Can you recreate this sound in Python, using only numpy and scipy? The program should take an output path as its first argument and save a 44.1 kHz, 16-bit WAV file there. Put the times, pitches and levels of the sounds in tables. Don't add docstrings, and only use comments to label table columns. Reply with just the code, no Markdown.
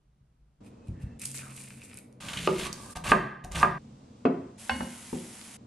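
import sys
import numpy as np
from scipy import signal
from scipy.fft import rfft, irfft, next_fast_len
from scipy.io import wavfile
from scipy.ndimage import uniform_filter1d

SR = 44100
rng = np.random.default_rng(int(sys.argv[2]) if len(sys.argv) > 2 else 0)


def pcm_store(signal):
    levels = np.round(np.clip(np.atleast_2d(signal), -1, 1) * 32767)
    wavfile.write(sys.argv[1], SR, levels.astype(np.int16).T)


N = 249606
T = np.arange(N) / SR
LN_1000 = np.log(1000)

# (time [s], level [dB], contact corner [Hz], place [0 middle, 1 edge])
BOARD_KNOCKS = [(2.474, -18, 2340, 0.0089), (3.1177, -12, 1750, 1), (3.6292, -13, 1486, 1)]
# (frequency [Hz], middle level [dB], edge level [dB], t60 [s])
BOARD_MODES = [(141, -10.5, -15.5, 1), (212.6, -3.5, -10, 0.29), (374.6, 10, -7, 0.13),
               (412, 1, -14.5, 0.12), (472.5, -1.5, -29, 0.13), (576, -7, -6.5, 0.093),
               (683, -23.5, -3.5, 0.12), (718, -15, -10, 0.13), (864, 4.5, -30, 0.061),
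               (927, -16, -2, 0.057), (996, -3.5, -4, 0.085), (1039, -16, -0.5, 0.1),
               (1151, -15.5, -3.5, 0.09), (1200, -3, 9.5, 0.052), (1217, -1, 3.5, 0.1),
               (1370, -22, -12, 0.05), (1580, -17.5, 4.5, 0.056), (1635, -13.5, 7.5, .036),
               (1790, -23.5, -3, 0.0498), (2240, -24, -5.5, 0.06), (2397, -20.5, -3.5, 0.06),
               (2665, 5.5, -3, 0.021), (2790, 2, -4.5, .02)]
# (frequency [Hz], middle level [dB], edge level [dB])
BOARD_CLACK = [(40, -22.5, -3), (150, -20, -16.5), (294, -18, -29), (400, -1, -16.5), (483, 1, -17),
               (595, 4, -2.5), (832, -5.5, -5), (1000, 9.5, 1.5), (1200, -4, 4.5), (1460, -26.5, -8.5),
               (1690, -19, -14.5), (2070, -17, -12), (2320, -20.5, -3.5), (2704, 2.5, -1),
               (3515, -16.5, -19), (5000, -5, -16), (9630, -27.5, -29.5)]
def board_knocks():
    return sum(strike([blow], blend(BOARD_MODES, place), blend(BOARD_CLACK, place), clack_db=-2.5,
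                      clack_t60_s=0.02, low_hz=176, width=0.13, press_s=0.00066)
               for *blow, place in BOARD_KNOCKS)


# (start [s], length [s], crunch [dB], board rattle [dB], hand rumble [dB], shudder [dB])
BLADE_STROKES = [(2.201, 0.16, -44, -48, -45.5, -56), (2.363, .11, -41.5, -76, -42, -57.5),
                 (2.483, 0.11, -44.5, -66, -55, -55.5), (2.578, 0.091, -38.5, -43, -54, -60),
                 (2.951, 0.016, -41.5, -45.5, -45.5, -48), (3.037, 0.079, -35.5, -35, -41, -41),
                 (3.437, 0.0045, -48.5, -50.5, -49, -43), (3.51, 0.073, -45.5, -47.5, -48.5, -48),
                 (3.545, 0.083, -40, -35, -39, -45)]
# (frequency [Hz], level [dB])
CRUNCH_SPECTRUM = [(400, -14), (1300, -8), (2300, -0.5), (2800, 0.5), (3250, -3.5), (4000, -4.5),
                   (5000, -10), (7000, -9), (11000, -18)]
PAPERY_SPECTRUM = [(1500, -25.5), (3500, -9), (5500, -7.5), (8800, 3), (11500, -5.5)]
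RUMBLE_SPECTRUM = [(25, -28), (60, -18.5), (100, -6), (170, 4), (230, -12), (320, -22.5), (600, -22.5),
                   (2000, -53.5)]
SHUDDER_SPECTRUM = [(20, -55.5), (31, -23), (43, -1), (70, -3.5), (110, -16.5), (500, -55.5)]
def cutting(bite_s=0.0067, swell_db=6.5, flesh_t60_s=0.048, rattle_t60_s=0.23, weight_t60_s=0.44):
    crunch, rattle, push, shudder = np.zeros((4, N))
    for start_s, length_s, crunch_db, rattle_db, push_db, shudder_db in BLADE_STROKES:
        crunch += undb(crunch_db) * stroke(start_s, length_s, bite_s, flesh_t60_s, swell_db)
        rattle += undb(rattle_db) * stroke(start_s, length_s, bite_s, rattle_t60_s, swell_db)
        pressure = stroke(start_s, length_s, bite_s, weight_t60_s, swell_db)
        push += undb(push_db) * pressure
        shudder += undb(shudder_db) * pressure
    slide = undb(-50) * stroke(2.75, 0.18, bite_s, flesh_t60_s, swell_db)
    rattle += undb(-3.5) * slide
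    cells = colour(grains(rate_hz=5000, scatter_db=2.2, width=0.171, clump_db=1.1), CRUNCH_SPECTRUM)
    crackle = colour(grains(rate_hz=3000, scatter_db=1, width=0.55, clump_db=1.5), PAPERY_SPECTRUM)
    flesh = crunch * cells + (undb(-4) * crunch + slide) * crackle
    jerks = grains(rate_hz=1900, scatter_db=-2, width=0.19)
    held_modes = [(hz, db, 0.62 * t60_s) for hz, db, t60_s in blend(BOARD_MODES, 0.93)]
    board_ring = unit(signal.fftconvolve(jerks, ring(held_modes)[None])[:, :N])
    board = 0.94 * board_ring + 0.41 * colour(jerks, blend(BOARD_CLACK, 1))
    weight = push * colour(grains(rate_hz=450, scatter_db=-4, width=0.04), RUMBLE_SPECTRUM)
    weight += shudder * colour(rng.standard_normal(N), SHUDDER_SPECTRUM)
    return undb(-2.5) * (flesh + rattle * board + weight)


# (start [s], length [s], level [dB])
LAYER_CRACKS = [(2.284, .01, -35.5), (2.298, .005, -43), (2.332, 0.0056, -34), (2.371, 0.01, -34),
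                (2.387, 0.0044, -38), (2.404, 0.0073, -44), (2.596, 0.0063, -38.5), (2.611, .006, -43),
                (2.651, .006, -41), (3.041, 0.0035, -49), (3.555, 0.0089, -34)]
# (frequency [Hz], level [dB])
JUICY_SPECTRUM = [(500, -19.5), (1300, -4), (2100, 4.5), (3300, 7), (4200, -2.5), (5200, -10.5), (6500, -6),
                  (8500, -12), (11500, -15.5)]
def layer_cracks():
    gain = strokes(LAYER_CRACKS, rise_s=0.0012, t60_s=0.018, swell_db=-4)
    return gain * colour(grains(rate_hz=8000, scatter_db=0.6, width=0.3), JUICY_SPECTRUM)


# (frequency [Hz], half-width [Hz], level [dB])
SQUEAK_TONE = [(2750, 73, 0.031)]
def blade_squeak():
    return undb(-39) * stroke(3.072, 0.0093, rise_s=0.0035, t60_s=0.037) * rubbed(SQUEAK_TONE)


# (time [s], level [dB], contact corner [Hz])
BLADE_TAPS = [(2.964, -40.5, 1490), (3.447, -42, 1200)]
# (frequency [Hz], level [dB], t60 [s])
HALF_ONION_MODES = [(690, -10.5, 0.049), (731.6, -2, 0.11), (852, -5, 0.06)]
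# (frequency [Hz], level [dB])
THUD_SPECTRUM = [(30, 5), (120, -1), (400, -8), (900, -15.5), (1500, -57), (8000, -75)]
def blade_taps():
    return strike(BLADE_TAPS, HALF_ONION_MODES, THUD_SPECTRUM,
                  clack_db=-5, clack_t60_s=0.044, low_hz=119.6, width=0.27, press_s=0.0027)


# (time [s], level [dB], contact corner [Hz])
BOWL_KNOCKS = [(4.252, -17.5, 1000), (4.266, -32, 400), (4.287, -37, 453)]
# (frequency [Hz], level [dB], t60 [s])
BOWL_MODES = [(173.6, -4, 0.17), (250.4, 5, 0.13), (269.4, -2, 0.29), (393, 11, 0.058), (435, 6, 0.062),
              (495, -8, 0.19), (555, -19, 0.11), (660, -9, 0.052), (684, -1, 0.14), (1000, -8, 0.17),
              (1206, -5.5, 0.094), (1450, -3, 0.045), (2160, 5, 0.018), (2650, -17, .023)]
# (frequency [Hz], level [dB])
BOWL_CLACK = [(40, -27), (90, -3), (250, -11), (580, 4), (1000, -1), (1800, -4.5), (2700, 6.5), (3400, -7),
              (10000, -10.5)]
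def bowl_knocks():
    return strike(BOWL_KNOCKS, BOWL_MODES, BOWL_CLACK,
                  clack_db=-0.5, clack_t60_s=0.056, low_hz=105, width=1, press_s=0.0017)


# (time [s], level [dB], contact corner [Hz], place [0 base, 1 wall])
POT_KNOCKS = [(4.6945, -22, 4400, 0.9), (4.8057, -31.5, 1620, 0.45), (4.859, -53, 1200, 0.16),
              (5.1285, -28.5, 497, 0.17), (5.147, -34, 297, 0)]
# (frequency [Hz], base level [dB], wall level [dB], t60 [s])
POT_MODES = [(177, -9, -18, 0.19), (211, -5, -22, 0.092), (240.5, -7.5, -1.5, 0.32), (324, -4, -4, 0.06),
             (364, -8, -9, 0.094), (532, -15.5, 0.5, 0.16), (775, -21, 7.5, 0.1), (890, -0.5, 5, 0.033),
             (1043, -40, 7.5, 0.28), (1082, -46, 2, 0.25), (1551, -58, 12, 0.22), (1595, -36, 19.5, 0.043),
             (1660, -42, -18, 0.12), (1910, -35, -4, 0.074), (2140, -61, 8, 0.22), (2176, -58, 6.5, 0.33),
             (2630, -23, 12, 0.047), (2850, -40, -3, .24), (2892, -22, 3.5, 0.37), (3395, -45, -5, 0.15),
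             (4450, -45, 2.5, 0.26), (5420, -43, 1.5, 0.08)]
# (frequency [Hz], base level [dB], wall level [dB])
POT_CLACK = [(60, 9.5, -18.5), (150, -22, -27), (400, 1, -29), (805, -13, 24), (1200, -15, -14),
             (1580, -13, 10), (2780, -47, 19), (3400, -21, 0.5), (10000, -29, -21)]
# (start [s], length [s], relative level [dB])
SPOON_DRAGS = [(4.705, 0.13, -39.5), (4.91, 0.021, -56)]
# (frequency [Hz], half-width [Hz], level [dB])
DRAG_TONES = [(75.6, 8.1, -2), (102, 10, -11), (189, 27, -3.5), (240, 18, 6.5)]
def spoon():
    drag = undb(-8.5) * strokes(SPOON_DRAGS, rise_s=0.01, t60_s=0.087) * rubbed(DRAG_TONES)
    return drag + sum(strike([blow], blend(POT_MODES, place), blend(POT_CLACK, place), clack_db=3.5,
                             clack_t60_s=0.027, low_hz=109, width=0.96, press_s=0.0014)
                      for *blow, place in POT_KNOCKS)


# (time [s], level [dB], contact corner [Hz])
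ONION_THUDS = [(.205, -58.5, 131), (.884, -32.5, 141), (1.034, -32.5, 105), (1.105, -52, 140),
               (1.136, -52, 130)]
# (frequency [Hz], level [dB], t60 [s])
ONION_MODES = [(97, -11, 0.042), (137, 12, 0.1), (178.2, 2.5, 0.14), (482, -25, .04)]
def onion_thuds():
    return strike(ONION_THUDS, ONION_MODES, THUD_SPECTRUM,
                  clack_db=-2, clack_t60_s=0.18, low_hz=55.4, width=0.63, press_s=0.005)


# (start [s], length [s], relative rustle [dB], relative tearing [dB])
SKIN_PULLS = [(1.188, 0.053, -58, -47.5), (1.212, 0.13, -51, -55.5), (1.34, 0.043, -47, -48.5),
              (1.382, 0.18, -58.5, -55), (1.557, 0.12, -55, -51), (1.696, 0.13, -64, -53.5),
              (1.831, 0.023, -57, -55.5), (1.868, 0.12, -66.5, -53.5)]
# (start [s], length [s], relative level [dB])
FINGER_BRUSHES = [(0.621, 0.057, -55), (0.846, 0.04, -54), (0.99, 0.041, -51.5)]
# (frequency [Hz], level [dB])
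TEAR_SPECTRUM = [(500, -8), (1000, -7.5), (1600, -4), (2100, 0), (2450, 7.5), (2680, 4.5), (3250, -7),
                 (5000, -9.5), (9000, -25)]
def peeling():
    rustle, tear = np.zeros((2, N))
    for start_s, length_s, rustle_db, tear_db in SKIN_PULLS:
        pull = stroke(start_s, length_s, rise_s=0.008, t60_s=0.13, swell_db=-1.5)
        rustle += undb(rustle_db) * pull
        tear += undb(tear_db) * pull
    crackle = colour(grains(rate_hz=2400, scatter_db=2.5, width=0.6, clump_db=1.5), PAPERY_SPECTRUM)
    rip = colour(grains(rate_hz=1500, scatter_db=1, width=0.36, clump_db=5), TEAR_SPECTRUM)
    friction = grains(rate_hz=2700, scatter_db=3, width=0.58)
    brush = colour(friction, PAPERY_SPECTRUM) + colour(friction, TEAR_SPECTRUM)
    touch = strokes(FINGER_BRUSHES, rise_s=0.048, t60_s=0.054)
    return undb(5.5) * rustle * crackle + undb(-4.5) * tear * rip + 0.26 * touch * brush


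def skin_strip(start_s=1.352, short_hz=2700, long_hz=1080, glide_s=0.058, bandwidth_hz=230):
    hz = long_hz + (short_hz - long_hz) * np.exp(-np.maximum(T - start_s, 0) / glide_s)
    carrier = np.exp(2j * np.pi * np.cumsum(hz) / SR)
    clicks = grains(rate_hz=700, scatter_db=1.2, width=0.78)
    pole = np.exp(-np.pi * bandwidth_hz / SR)
    resonance = signal.lfilter([1], [1, -pole], clicks / carrier) * carrier
    gain = undb(-54.5) * stroke(start_s, 0.14, rise_s=0.014, t60_s=0.45, swell_db=-2)
    return gain * unit(resonance.imag)


# (time [s], level [dB], band frequency [Hz])
SNAPS = [(1.196, -45.5, 6860), (1.217, -37.5, 7540), (1.253, -35.5, 8400), (1.256, -30, 7300),
         (1.263, -50, 7500), (1.274, -42, 8060), (1.3155, -41, 7550), (1.3512, -44, 7400),
         (1.359, -48.5, 6500), (1.376, -43, 3360), (1.383, -43, 6000), (1.574, -57, 2650),
         (1.9425, -47.5, 8900), (1.973, -42.5, 8750), (1.987, -46, 8500), (2.110, -86, 8350),
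         (2.127, -63, 7700), (2.7287, -34, 4550), (2.732, -41, 6460), (2.971, -42, 5000),
         (3.447, -45.5, 6200), (3.52, -41, 6200), (3.6, -37, 4160), (5.186, -48.5, 2470),
         (5.414, -45.5, 2530)]
def snaps(t60_s=0.0073):
    out, t = np.zeros((2, N)), T[:SR // 30]
    for time_s, db, hz in SNAPS:
        splinters = 0.3 * spread(rng.standard_normal((2, len(t))), 0.72) * decay(t, t60_s)
        band = signal.butter(1, [hz * 0.92, min(hz * 1.49, SR / 4)], "band", fs=SR, output="sos")
        crack = signal.sosfilt(band, (t == 0) + splinters)
        add(out, time_s, undb(db) * crack / crack[:, :SR // 250].std())
    return out


# (frequency [Hz], level [dB])
SIZZLE_SPECTRUM = [(290, -14), (500, -12), (716, -2), (786, -5), (874, -2), (1190, -6.5), (2500, -2.5),
                   (4550, -8), (7740, -2.5), (11200, -3), (12000, -16.5), (15600, -43), (22000, -120)]
def frying():
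    gain = undb(-50) * stroke(4.574, 0.99, rise_s=0.023, t60_s=0.018, swell_db=-1.5)
    return gain * colour(grains(rate_hz=9700, scatter_db=-1.5, width=0.4), SIZZLE_SPECTRUM)


def hum(hz=134):
    gain = undb(-51) * stroke(1.255, 0.57, rise_s=0.014, t60_s=0.17, swell_db=-9)
    return gain * np.sqrt(2) * np.sin(2 * np.pi * hz * T)


# (start [s], length [s], frequency [Hz], half-width [Hz], level [dB])
THIN_TONES = [(0.742, 0.15, 2565, 25, -78), (0.922, .2, 1800, 260, -71), (.95, .2, 2660, 43, -73)]
def thin_tones():
    return sum(stroke(start_s, length_s, rise_s=0.03, t60_s=0.12) * rubbed([tone])
               for start_s, length_s, *tone in THIN_TONES)


# (frequency [Hz], t60 [s])
ROOM_T60 = [(100, 1), (300, 0.52), (1200, 0.68), (3000, 0.67), (10000, 0.34)]
# (frequency [Hz], relative level [dB], t60 [s])
ROOM_MODES = [(134, 8, 0.8), (170.8, 15, 0.41), (223.2, -5.5, .4), (276, 0.5, .11)]
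def kitchen(tail_db=-7.5, early_db=-6, early_t60_s=0.14, modes_db=-71):
    t = T[:SR * 3 // 4]
    mid, side = rng.standard_normal((2, len(t)))
    side = equalise(side, [(130, -58.5), (300, -17), (600, 1), (3000, -11.5)])
    noise = spread([mid, side], 0.99)
    log_octaves = np.log(125 * 2. ** np.arange(8))
    tail = 0
    for log_hz, weights in zip(log_octaves, np.eye(8)):
        band = shape(noise, lambda hz: np.interp(np.log(hz + 1), log_octaves, weights))
        tail += band * decay(t, along(ROOM_T60, np.exp(log_hz)))
    tail *= np.clip((t - 0.005) / 0.0027, 0, 1)
    early = noise * decay(t, early_t60_s) * (t > 0.003)
    echo = even(undb(tail_db) * unit(tail) + undb(early_db) * unit(early)) / np.sqrt(len(t))
    echo *= (t > 0.003) * (t < 0.65)
    echo = equalise(echo, [(60, -11.5), (190, 5), (310, 2.5), (600, 0), (800, -3.5), (1050, -4.5),
                           (1210, -7.5), (1400, 0), (1620, -2.5), (1850, 0), (2300, -3), (2650, -8.5),
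                           (3500, -3), (10000, -4)])
    return echo + undb(modes_db) * ring(ROOM_MODES)


# (frequency [Hz], level [dB])
HUSH_SPECTRUM = [(15, -30), (25, -14), (54, 0), (67, -3), (76, -32), (101, -22), (138, -7.5), (169, -18),
                 (475, -33.5), (12000, -57), (15600, -95), (22000, -120)]
AIR_SPECTRUM = [(15, -66), (25, -14), (86, -2), (131, 4), (165, -24), (183, 3.5), (231, 4.5), (377, -13),
                (475, -9.5), (682, -19.5), (979, -23), (1770, -33), (2300, -33.5), (7940, -41.5),
                (12000, -61.5), (15600, -85), (22000, -120)]
# (level [dB], treble shelf [dB])
AIR_LEVELS = [(-50, -1), (-52.5, -8), (-49.5, 17.5), (-57, -2), (-52.5, 7), (-54, 17), (-52, 4)]
def room_air():
    beds = [undb(-61) * colour(spread(rng.standard_normal((2, N)), 0.93), HUSH_SPECTRUM)]
    for db, treble_db in AIR_LEVELS:
        mid, side = colour(rng.standard_normal((2, N)), AIR_SPECTRUM)
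        side = equalise(side, [(150, -7.5), (500, 1.5), (4000, -1.5)])
        beds.append(undb(db) * equalise(np.array([mid + side, mid - side]), [(600, 0), (5000, treble_db)]))
    return beds


def strike(blows, modes, clack_spectrum, clack_db, clack_t60_s, low_hz, width, press_s):
    out, clear = np.zeros((2, N)), ring(modes)
    t, attack = T[:len(clear)], SR // 100
    radiation = signal.butter(2, low_hz, "high", fs=SR, output="sos")
    for time_s, db, contact_hz in blows:
        noise = spread(rng.standard_normal((2, len(t))), width)
        clack = colour(noise, clack_spectrum) * decay(t, clack_t60_s)
        hit = clear / clear[:attack].std() + undb(clack_db) * clack / clack[:, :attack].std()
        hit *= np.clip(t / press_s, 0, 1)
        contact = signal.butter(2, contact_hz, fs=SR, output="sos")
        hit = signal.sosfilt(radiation, signal.sosfilt(contact, hit))
        add(out, time_s, undb(db) * hit / hit[:, :attack].std())
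    return out


def ring(modes):
    t = T[:SR * 3 // 4]
    return sum(undb(db) * np.sin(2 * np.pi * hz * t) * decay(t, t60_s) for hz, db, t60_s in modes)


def blend(rows, place):
    return [(hz, db0 + place * (db1 - db0), *rest) for hz, db0, db1, *rest in rows]


def grains(rate_hz, scatter_db, width, clump_db=0):
    spurts = np.interp(T, T[::300], rng.standard_normal(len(T[::300])))
    size_db = scatter_db * np.minimum(rng.exponential(size=N), 3) + clump_db * np.clip(spurts, -2, 1.2)
    clicks = spread(rng.standard_normal((2, N)), width) * undb(size_db)
    return unit(clicks * (rng.random(N) < rate_hz / SR))


def rubbed(resonances):
    noise = rng.standard_normal(N)
    return sum(undb(db) * unit(shape(noise, lambda hz: 1 / (1 + ((hz - centre_hz) / half_hz) ** 2)))
               for centre_hz, half_hz, db in resonances)


def stroke(start_s, length_s, rise_s, t60_s, swell_db=0):
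    t = T - start_s
    db = swell_db * (np.clip(t / length_s, 0, 1) - 0.5) - 60 * np.maximum(t - length_s, 0) / t60_s
    return np.clip(t / rise_s, 0, 1) * undb(db)


def strokes(rows, **envelope):
    return sum(undb(db) * stroke(start_s, length_s, **envelope) for start_s, length_s, db in rows)


def even(x):
    spectrum = rfft(x)
    power, bins_per_hz = np.mean(np.abs(spectrum) ** 2, axis=0), x.shape[-1] / SR
    narrow, broad = (uniform_filter1d(power, int(hz * bins_per_hz)) for hz in (24, 500))
    return irfft(spectrum * np.sqrt(np.abs(broad / (narrow + 1e-12))), x.shape[-1])


def decay(t, t60_s):
    return np.exp(-LN_1000 * t / t60_s)


def undb(db):
    return 10 ** (np.asarray(db) / 20)


def unit(x):
    return x / np.sqrt(np.mean(x ** 2))


def along(points, hz):
    points_hz, values = np.transpose(points)
    return np.interp(np.log(hz + 1), np.log(points_hz), values)


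def shape(x, response):
    size = next_fast_len(x.shape[-1])
    hz = np.arange(size // 2 + 1) * SR / size
    return irfft(rfft(x, size) * response(hz), size)[..., :x.shape[-1]]


def equalise(x, points):
    return shape(x, lambda hz: undb(along(points, hz)))


def colour(x, points):
    return unit(equalise(x, points))


def spread(pair, width):
    return (pair[0] + width * pair[1] * np.array([[1], [-1]])) / np.sqrt(1 + width ** 2)


def add(out, time_s, x):
    i = int(time_s * SR)
    out[:, i:i + x.shape[-1]] += x[..., :N - i]


SECTION_EDGES_S = [0, .605, 1.185, 2.205, 2.937, 3.782, 4.578, 5.57, 5.7]
def scene(pot_send_db=-1.5):
    worktop = onion_thuds() + bowl_knocks() + blade_taps() + board_knocks() + snaps() + thin_tones()
    worktop += peeling() + skin_strip() + cutting() + layer_cracks() + blade_squeak() + frying()
    pot, room = spoon(), kitchen()
    send = worktop + undb(pot_send_db) * pot
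    out = hum()
    for start_s, end_s, air in zip(SECTION_EDGES_S, SECTION_EDGES_S[1:], room_air()):
        gate = uniform_filter1d(1. * ((T >= start_s) & (T < end_s)), size=200)
        echo = signal.fftconvolve(send * gate, room, axes=1)[:, :N]
        out = out + gate * (worktop + pot + air + echo)
    return out


def record(dry):
    mid, side = (dry[0] + dry[1]) / 2, (dry[0] - dry[1]) / 2
    side = equalise(side, [(170, -21), (330, -7), (600, -2.5), (1250, 4), (1850, -20), (2800, -1),
                           (4200, -1), (9000, 3.5)])
    pan = [(280, 0), (650, 0.01), (1050, -0.21), (1300, -0.12), (1700, -0.02)]
    side += shape(mid, lambda hz: along(pan, hz))
    rounded = np.tanh(np.array([mid + side, mid - side]))
    return signal.sosfilt(signal.ellip(10, 0.2, 75, 11900, fs=SR, output="sos"), rounded)


dry = scene()
out = record(dry)
pcm_store(out)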